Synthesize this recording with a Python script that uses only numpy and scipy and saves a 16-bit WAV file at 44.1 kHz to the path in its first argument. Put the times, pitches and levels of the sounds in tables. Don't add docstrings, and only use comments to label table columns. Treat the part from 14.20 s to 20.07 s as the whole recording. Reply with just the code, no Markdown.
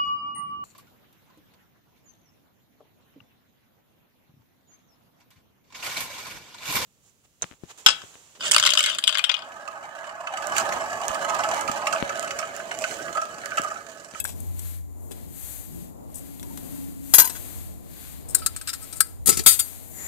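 import sys
import numpy as np
from scipy import signal
from scipy.fft import rfft, irfft, next_fast_len
from scipy.io import wavfile
from scipy.ndimage import uniform_filter1d

SR = 44100
rng = np.random.default_rng(int(sys.argv[2]) if len(sys.argv) > 2 else 0)


def put_to_file(sound):
    columns = np.atleast_2d(sound).T
    safe = np.clip(columns, -1, 1)
    whole_steps = np.round(safe * 32767)
    wavfile.write(sys.argv[1], SR, whole_steps.astype(np.int16))


N = 258951
TIME = np.arange(N) / SR
SLOW_TIME = np.linspace(0, N / SR, 1200)

# frequency in Hz, gain in dB.
RUMBLE_SPECTRUM = [(20, -31), (40, 12), (60, 31), (100, 27), (160, 7), (300, -49)]
ROAR_SPECTRUM = [(80, -4.5), (170, 0.5), (280, -0.5), (450, -5), (700, -6), (1100, -16), (2000, -39)]
HOLLOW_SPECTRUM = [(120, -32), (215, -16.5), (275, 11), (325, -15), (600, -52)]
BUFFET_SPECTRUM = [(30, -17), (55, 6.5), (110, -1.5), (170, 7), (230, 1.5), (340, 0), (600, -36)]
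# top in seconds, rise in seconds, fall in seconds, level in dB.
BUFFETS = [(.25, .13, 0.23, -45.5), (1.1, 0.17, 0.1, -43), (1.58, 0.099, .1, -38),
           (2.45, 0.48, 0.51, -41.5), (3.45, 0.12, 0.74, -47)]
RUMBLE_DB, RUMBLE_GUST_DB, ROAR_DB, ROAR_GUST_DB, GUST_S = -44.5, 4, -50, 3, 0.33
# top s, rise s, fall s, dB
DRONE_SWELL, DRONE_DB, DRONE_FLUTTER_DB = (0.52, 0.45, 0.45, -32), -46, 3
HOLLOW_SWELL, HOLLOW_DB = (2.5, 0.44, 0.55, -40), -56
DRONE_CENTRE_HZ = 86.5
SWELL_EDGE_DB, SWELL_SHAPE = -7.5, 2.13

# top speed in seconds, rise in seconds, fall in seconds, swish in dB,
# rub of the cloth body in dB against the swish.
ARM_STROKES = [(.2, 0.05, 0.14, -52, -12.5), (.48, 0.13, 0.1, -46, -12.5), (.86, 0.083, 0.13, -58, -24),
               (.98, 0.066, 0.11, -54.5, -9.5), (1.29, .15, 0.16, -42, -15.5),
               (1.61, 0.23, 0.086, -52, -12.5), (2.03, 0.12, 0.23, -53, -11.5),
               (2.55, 0.36, 0.2, -48.5, -12), (2.95, 0.098, 0.28, -44.5, -16.5),
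               (3.26, 0.38, 0.24, -45.5, -11.5), (3.87, 0.18, 0.14, -48, -9.5),
               (4.25, 0.19, 0.45, -53.5, -6), (4.7, 0.22, 0.19, -49.5, -10),
               (5.35, 0.18, 0.28, -43.5, -12.5), (5.87, 0.2, .1, -45, -19)]
# frequency in Hz, gain in dB.
SWISH_SPECTRUM = [(4800, -65), (5600, -17), (6600, -6), (8500, -3.5), (10500, -5), (12300, 1.5),
                  (13800, -3.5), (15500, -16)]
RUB_SPECTRUM = [(500, 7), (1200, 5.5), (2200, 7.5), (2900, 5.5), (4100, 7.5), (5300, 3.5), (8000, -45),
                (15000, -33)]
FLAP_SPECTRUM = [(100, -15), (250, -3.5), (450, -17), (700, -2), (1100, -10), (2000, -31)]
REST_SWISH_DB, REST_RUB_DB = -65.5, -80.5
FLAP_DB, FLAP_DB_PER_RUB_DB = -56.5, 0.57

# frequency in Hz, right-channel filter gain in dB.
RIGHT_SHADE = [(100, -5.5), (1000, -2.5), (4500, -2), (7000, -11.5), (9000, -21), (12000, -13.5),
               (15000, -15)]
RIGHT_SLEEVE_SHADE = [(1000, -4), (4400, -2), (8000, -21.5), (14000, -28)]

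# time in seconds, level in dB.
SCRAPE_LEVEL = [(5.7, -63), (5.77, -39.5), (5.82, -36.5), (5.87, -32)]
# frequency in Hz, gain in dB.
SCRAPE_SPECTRUM = [(600, -8.5), (1500, -12.5), (1950, -2), (2700, -16), (4300, -17.5), (5400, -17),
                   (6500, -10), (7100, 10), (8200, -17), (15000, -35)]
# start in seconds, level in dB, frequency in Hz, T60 in seconds.
PEBBLE_CHINKS = [(3.0205, -11, 13000, .025), (3.0435, -19, 9300, 0.026), (3.0745, -20, 13300, .025),
                 (3.097, -25, 8250, 0.039), (5.1275, -33, 4800, 0.024)]
# start in seconds, level in dB.
GRAVEL_THUMPS = [(0.91, -31.5), (2.94, -23), (2.991, -26), (5.072, -18.5), (5.087, -9.5), (5.192, -22.5)]
# frequency in Hz, level in dB against the thump, T60 in seconds.
THUMP_MODES = [(200, -7, 0.046), (248, 0, 0.038), (371, -4.5, 0.061), (442, -11.5, 0.12), (783, -12, 0.048)]
# start in seconds, level in dB, frequency in Hz, T60 in seconds.
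LID_POPS = [(.049, -22, 1010, 0.014), (.0508, -17, 1594, 0.016), (2.232, -44, 967, 0.09),
            (2.305, -41, 922, 0.11)]

# start in seconds, level in dB, chatter time in seconds, T60 of the force in seconds,
# body weight (below about 5800 Hz) in dB, ring in dB against the level.
HANDLE_CLICKS = [(4.084, -34, 0.027, 0.11, -16, -24), (4.1465, -5.5, 0.0058, 0.011, -7, -16),
                 (4.162, -36, 0.03, 0.14, 6, -8), (4.1875, -25, .001, 0.025, -25, -12),
                 (4.219, -40, 0.0028, 0.085, 42, 21.5), (4.2615, -9, 0.0051, 0.023, -3, -1.5),
                 (4.362, -25, 0.0023, 0.058, 2.5, -5), (4.413, -28, 0.0035, 0.02, 8.5, 1.5),
                 (4.473, -24, 0.023, 0.058, 7.5, 1.5), (4.531, -23, 0.0055, 0.072, 5, -2),
                 (4.615, -37.5, 0.024, 0.095, -2, 6), (4.7265, -27.5, 0.00086, 0.073, 3, -3),
                 (4.757, -32, 0.018, 0.07, -9, -4), (4.8038, -.5, 0.003, 0.015, -2.5, -1.5)]
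HANDLE_FALLS = [(5.261, 1, 0.0053, 0.15, 0, -6.5), (5.312, -18, 0.024, 0.11, 0.35, -10),
                (5.391, -12.5, 0.0098, 0.05, 1, -5)]
CAN_LANDINGS = [(5.058, -16.5, 0.015, .05, -10.5, -10), (5.071, -9, 0.0094, 0.048, -7, -6.5),
                (5.089, -6, 0.011, 0.04, -5.5, -4.5), (5.114, -20.5, 0.0087, 0.17, 2, -2),
                (5.169, -19, 0.0088, 0.099, 1.5, -5), (5.191, -18.5, 0.0029, 0.065, 8.5, -24),
                (5.236, -24, .001, 0.022, -18, -6)]
LID_PRYING = [(.0005, -16.5, 0.0028, 0.0093, -4, -4.5), (.0415, -15.5, .0008, 0.012, -14, -21),
              (.0515, -20.5, 0.0023, 0.029, 5, -13), (.068, -31, 0.01, 0.25, 0, -19),
              (.0925, -35, .001, 0.044, 11, -3), (.2025, -28, 0.0012, .015, -17, -30),
              (.3915, -28.5, .002, 0.037, -3, -39), (.909, -32.5, 0.0039, 0.071, 3.5, -7.5),
              (1.943, -34, 0.046, 0.04, -13, -35), (2.1965, -33, 0.0013, 0.012, 6, -41),
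              (2.2285, -28.5, 0.0012, 0.018, 5, -16), (2.372, -29, 0.0022, 0.03, 3, -36)]
LID_HITS = [(2.9375, 3, 0.01, 0.017, 2.5, -19), (2.952, -21.5, .004, 0.071, 5, 5),
            (2.9815, 0.5, 0.008, 0.032, 3, -7), (2.997, 0, 0.004, 0.045, 3, -6.5),
            (3.0195, -17, 0.0023, 0.01, 12.5, -12), (3.043, -18, 0.0016, 0.032, 10.5, -19),
            (3.05, -14, 0.0021, 0.033, 0, -8), (3.074, -19, 0.0015, 0.02, 9, -17),
            (3.097, -26.5, 0.0017, 0.054, 17.5, -12), (3.15, -33.5, 0.012, 0.056, 12, -5)]
# frequency in Hz, gain in dB (each response is scaled to energy 1).
CLICK_SPECTRUM = [(100, -36), (800, -27.5), (1400, -13.5), (2500, -22.5), (4500, -9.5), (6000, -12.5),
                  (7400, -5.5), (8400, 4), (9800, -9), (12000, -9.5), (15500, -18)]
FALL_SPECTRUM = [(80, -36), (400, -17.5), (850, -17.5), (1400, -14.5), (2700, -14), (4600, -6), (5600, -10),
                 (7000, 0), (9000, 4), (11000, -2), (13500, -4), (15500, -5.5)]
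CAN_SPECTRUM = [(50, -11), (120, -4.5), (400, -4), (650, -26), (1400, -16), (2500, -16), (4500, -11.5),
                (6000, -8), (7000, -4.5), (9000, -3), (13000, -10), (15500, -16)]
PRYING_SPECTRUM = [(100, -32), (700, 0), (1600, -10), (2700, -8.5), (3400, -2), (4300, -6.5), (6000, -4.5),
                   (7700, 6), (9000, 2.5), (11000, 4), (14000, 1.5), (15500, -13)]
LID_SPECTRUM = [(60, -14), (220, -14), (500, -15), (1000, -15), (2200, -20), (4000, -19), (5600, -14),
                (6600, -7), (9000, -7), (11800, 1.5), (13600, 1), (15500, -17)]
# centre frequency in Hz, peak in dB against the contact's ring, T60 in seconds.
LUG_MODES = [(1316, -18.5, 0.063), (2050, -49, 0.2), (4730, -28, 0.11), (6100, -42, 0.051),
             (7300, -46, .04), (7800, -37, 0.043), (9800, -27, 0.13)]
WIRE_MODES = [(1328, -19.5, 0.054), (2030, -54, 0.12), (4660, -12, 0.12), (6600, -27, 0.29),
              (7160, -16.5, 0.21), (8350, -21.5, 0.4), (8700, -20, 0.25), (10500, -23, 0.52),
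              (10610, -37, 0.15), (11200, -36, 0.17), (12900, -16, 0.39), (15800, -35, 0.21)]
CAN_MODES = [(1065, -28, 0.049), (1318, -15, 0.087), (3460, -40, 0.21), (3870, -28, 0.1),
             (4840, -18, 0.071), (5400, -37, 0.15), (4700, -25, 0.13), (5900, -33, .16)]
PRYING_MODES = [(1640, -29, 0.12), (2590, -16, 0.058), (3300, -22, 0.1), (3510, -38, 0.053),
                (7200, -30, 0.15), (7900, -1, 0.033), (11500, -21, .28)]
LID_MODES = [(932, -23, 0.26), (1017, -24, 0.29), (1537, -23, 0.14), (2800, -31, 0.14), (4050, -28, 0.27),
             (4820, -17, 0.061), (6554, -4.5, 0.026), (8430, -75.5, 0.17), (9600, -27, 0.36),
             (11620, -5, 0.029), (11800, -26, 0.14), (12620, -79, .12), (12400, -15, 0.15)]


def amp(db):
    return np.exp(np.asarray(db) * np.log(10) / 20)


def unit(x):
    return x / np.sqrt(np.mean(x ** 2) + 1e-20)


def follow(table):
    time_s, level_db = np.transpose(table)
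    return amp(np.interp(TIME, time_s, level_db))


def read(points, hz):
    point_hz, db = np.transpose(points)
    return np.interp(np.log(hz + 1), np.log(point_hz + 1), db)


def colour(x, points):
    size = next_fast_len(x.shape[-1], True)
    gain = amp(read(points, np.fft.rfftfreq(size, 1 / SR)))
    return irfft(rfft(x, size) * gain, size)[..., :x.shape[-1]]


def causal(db):
    cepstrum = irfft(db * np.log(10) / 20)
    half = len(cepstrum) // 2
    cepstrum[1:half] *= 2
    cepstrum[half + 1:] = 0
    response = irfft(np.exp(rfft(cepstrum)))[:half]
    return response / np.linalg.norm(response)


def add(mix, start_s, sound):
    part = mix[:, max(round(start_s * SR), 0):][:, :sound.shape[1]]
    part += sound[:, :part.shape[1]]


def pair(correlation, size=N):
    a, b = rng.standard_normal((2, size))
    c = np.clip(correlation, -1, 1)
    return np.array([a, c * a + np.sqrt(1 - c * c) * b])


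def grain(depth_db, size, width):
    uneven = unit(uniform_filter1d(rng.standard_normal(size), width))
    return unit(amp(depth_db * uneven))


def swell(top_s, rise_s, fall_s, db):
    away = np.maximum((top_s - SLOW_TIME) / rise_s, (SLOW_TIME - top_s) / fall_s)
    level_db = db + SWELL_EDGE_DB * np.minimum(away, 10) ** SWELL_SHAPE
    return np.interp(TIME, SLOW_TIME, amp(level_db))


def gusts(depth_db):
    size = max(round(GUST_S * SR), 1)
    slow = uniform_filter1d(rng.standard_normal(N), size, mode="wrap")
    slow = uniform_filter1d(slow, size // 2 + 1, mode="wrap")
    return amp(depth_db * np.clip(unit(slow), -2, 2))


def pings(table, left_db, right_db, size=12000):
    out, t = np.zeros((2, N)), TIME[:size]
    balance_db = np.array([[left_db], [right_db]])
    for start_s, level_db, hz, t60_s in table:
        envelope = (1 - np.exp(-t * hz)) * amp(-60 * t / t60_s)
        add(out, start_s, amp(level_db + balance_db) * envelope * np.sin(2 * np.pi * hz * t))
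    return out


def partials(t60_s, count=220, size=5500):
    place, life, *draws = rng.random((6, count, 1))
    phase, strength = np.reshape(draws, (2, 2, count, 1))
    t = TIME[:size]
    hz = 1500 + 14000 * (np.arange(count)[:, None] + place) / count
    dying = np.exp(-np.log(1000) * t / (t60_s * (.5 + life)))
    response = (strength * dying * np.sin(2 * np.pi * (hz * t + phase))).sum(1)
    return response / np.linalg.norm(response[0])


def ring(force, modes, waver_hz=22):
    t, out = TIME[:len(force)], 0
    knots_s = np.linspace(0, t[-1], 30)
    for hz, db, t60_s in modes:
        energy = signal.lfilter([1], [1, -amp(-120 / (t60_s * SR))], force ** 2)
        stored = np.sqrt(energy)
        bend_hz = waver_hz * np.sqrt(hz / 1000) * np.interp(t, knots_s, rng.standard_normal(30))
        cycles = np.cumsum(hz + bend_hz) / SR + rng.random()
        out = out + amp(db) * stored / stored.max() * np.sin(2 * np.pi * cycles)
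    return np.sqrt(2) * out


def strike(hits, spectrum, modes, lag_ms, grain_db, shimmer_db, shimmer_t60_s,
           attack_s=0.00023, spot_db=2.0, size=11000):
    clacks, rings = np.zeros((2, 2, N))
    t, hz = TIME[:size], np.fft.rfftfreq(2048, 1 / SR)
    below_treble = 1 / (1 + (hz / 5800) ** 8)
    for start_s, level_db, held_s, t60_s, weight_db, ring_db in hits:
        force = (1 - np.exp(-t / attack_s)) * amp(-60 * np.maximum(t - held_s, 0) / t60_s)
        uneven = np.clip(unit(uniform_filter1d(rng.standard_normal(size), size=40)), -2, 2)
        impacts = force * unit(amp(grain_db * uneven)) * pair(0.65, size)
        impacts *= np.linalg.norm(force) / np.linalg.norm(impacts[0])
        spot = spot_db * unit(uniform_filter1d(rng.standard_normal(len(hz)), size=14))
        response = causal(read(spectrum, hz) + weight_db * below_treble + spot)
        burst = signal.oaconvolve(impacts, response[None], axes=1)[:, :size]
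        add(clacks, start_s, amp(level_db) * burst)
        add(rings, start_s, amp(level_db + ring_db) * ring(force, modes)[None])
    shimmer = signal.oaconvolve(clacks, partials(shimmer_t60_s), axes=1)[:, :N]
    left, right = amp(-2.0) * clacks + rings + amp(shimmer_db) * shimmer
    return np.array([left, np.interp(TIME + lag_ms / 1000, TIME, colour(right, RIGHT_SHADE))])


def tail(x, t60_s, size=26000):
    response = rng.standard_normal((2, size)) * amp(-60 * TIME[:size] / t60_s)
    return signal.oaconvolve(x, response / np.linalg.norm(response[0]), axes=1)[:, :N]


def rumble():
    noise = amp(RUMBLE_DB) * gusts(RUMBLE_GUST_DB) * unit(colour(pair(0.91), RUMBLE_SPECTRUM))
    return noise * amp([[.2], [-.2]])


def roar():
    noise = amp(ROAR_DB) * gusts(ROAR_GUST_DB) * unit(colour(pair(0.55), ROAR_SPECTRUM))
    hollow_gain = np.hypot(amp(HOLLOW_DB), swell(*HOLLOW_SWELL))
    noise += hollow_gain * unit(colour(pair(0.88), HOLLOW_SPECTRUM))
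    buffet_gain = sum(swell(*row) for row in BUFFETS)
    noise += buffet_gain * unit(colour(pair(0.87), BUFFET_SPECTRUM))
    return noise * amp([[1.8], [-1.8]])


def drone():
    waver = unit(colour(rng.standard_normal(N), [(0, -3), (5, -4.5), (30, -26), (200, -120)]))
    gain = np.hypot(amp(DRONE_DB), swell(*DRONE_SWELL)) * gusts(DRONE_FLUTTER_DB)
    tone = np.sin(2 * np.pi * np.cumsum(DRONE_CENTRE_HZ + 3 * waver) / SR)
    return gain * tone * np.array([[1.2], [.8]])


def sleeve():
    strokes = [(swell(top_s, rise_s, fall_s, db), rub_db) for top_s, rise_s, fall_s, db, rub_db in ARM_STROKES]
    sliding = np.sqrt(amp(REST_SWISH_DB) ** 2 + sum(gain ** 2 for gain, _ in strokes))
    pressing = np.sqrt(amp(REST_RUB_DB) ** 2 + sum((gain * amp(rub_db)) ** 2 for gain, rub_db in strokes))
    swish = amp(8) * sliding * unit(colour(pair(0), SWISH_SPECTRUM))
    rub = amp(8.0) * pressing * unit(colour(pair(0.05), RUB_SPECTRUM))
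    flap_gain = amp(FLAP_DB) * (pressing / pressing.max()) ** FLAP_DB_PER_RUB_DB
    flap = flap_gain * unit(colour(pair(0.27), FLAP_SPECTRUM))
    left, right = grain(0.5, N, width=120) * (swish + rub + flap)
    return np.array([left, colour(right, RIGHT_SLEEVE_SHADE)])


def scrape():
    grit = grain(1.4, N, width=90)
    left, right = follow(SCRAPE_LEVEL) * grit * unit(colour(pair(0.24), SCRAPE_SPECTRUM))
    return np.array([left, colour(right, RIGHT_SHADE)])


def pebbles():
    return pings(PEBBLE_CHINKS, left_db=6.5, right_db=-18)


def thumps():
    swings = [(start_s, level_db + db, hz, t60_s)
              for start_s, level_db in GRAVEL_THUMPS for hz, db, t60_s in THUMP_MODES]
    return pings(swings, left_db=7, right_db=0.0)


def handle_clicks():
    return strike(HANDLE_CLICKS, CLICK_SPECTRUM, LUG_MODES, lag_ms=0.22, grain_db=6.5,
                  shimmer_db=-4.5, shimmer_t60_s=0.036, attack_s=0.0004)


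def handle_falls():
    return strike(HANDLE_FALLS, FALL_SPECTRUM, WIRE_MODES, lag_ms=0.18, grain_db=2.0,
                  shimmer_db=-4.0, shimmer_t60_s=0.051, attack_s=0.00066)


def can_landings():
    return strike(CAN_LANDINGS, CAN_SPECTRUM, CAN_MODES, lag_ms=0.15, grain_db=4.5,
                  shimmer_db=-5.5, shimmer_t60_s=0.041, attack_s=0.00083)


def lid_pops():
    return pings(LID_POPS, left_db=5, right_db=-7.5)


def lid_prying():
    return strike(LID_PRYING, PRYING_SPECTRUM, PRYING_MODES, lag_ms=-0.25, grain_db=6.5,
                  shimmer_db=-8.5, shimmer_t60_s=0.061)


def lid_hits():
    return strike(LID_HITS, LID_SPECTRUM, LID_MODES, lag_ms=.17, grain_db=5.5,
                  shimmer_db=-4.5, shimmer_t60_s=0.079, attack_s=0.001)


def can_and_lid():
    near = pebbles() + thumps() + handle_clicks() + handle_falls() + can_landings()
    near += lid_pops() + lid_prying() + lid_hits()
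    return near + amp(-22.0) * tail(near, t60_s=0.36)


def scene():
    outdoors = rumble() + roar() + drone()
    return outdoors + sleeve() + scrape() + can_and_lid()


def record(dry):
    wired = dry * np.array([[1], [-1]])
    clipped = wired / (1 + (abs(wired) / .87) ** 6) ** (1 / 6)
    lowpass = signal.firwin(601, 15750, window=("kaiser", 8), fs=SR)
    return signal.oaconvolve(clipped, lowpass[None], "same")


dry = scene()
out = record(dry)
put_to_file(out)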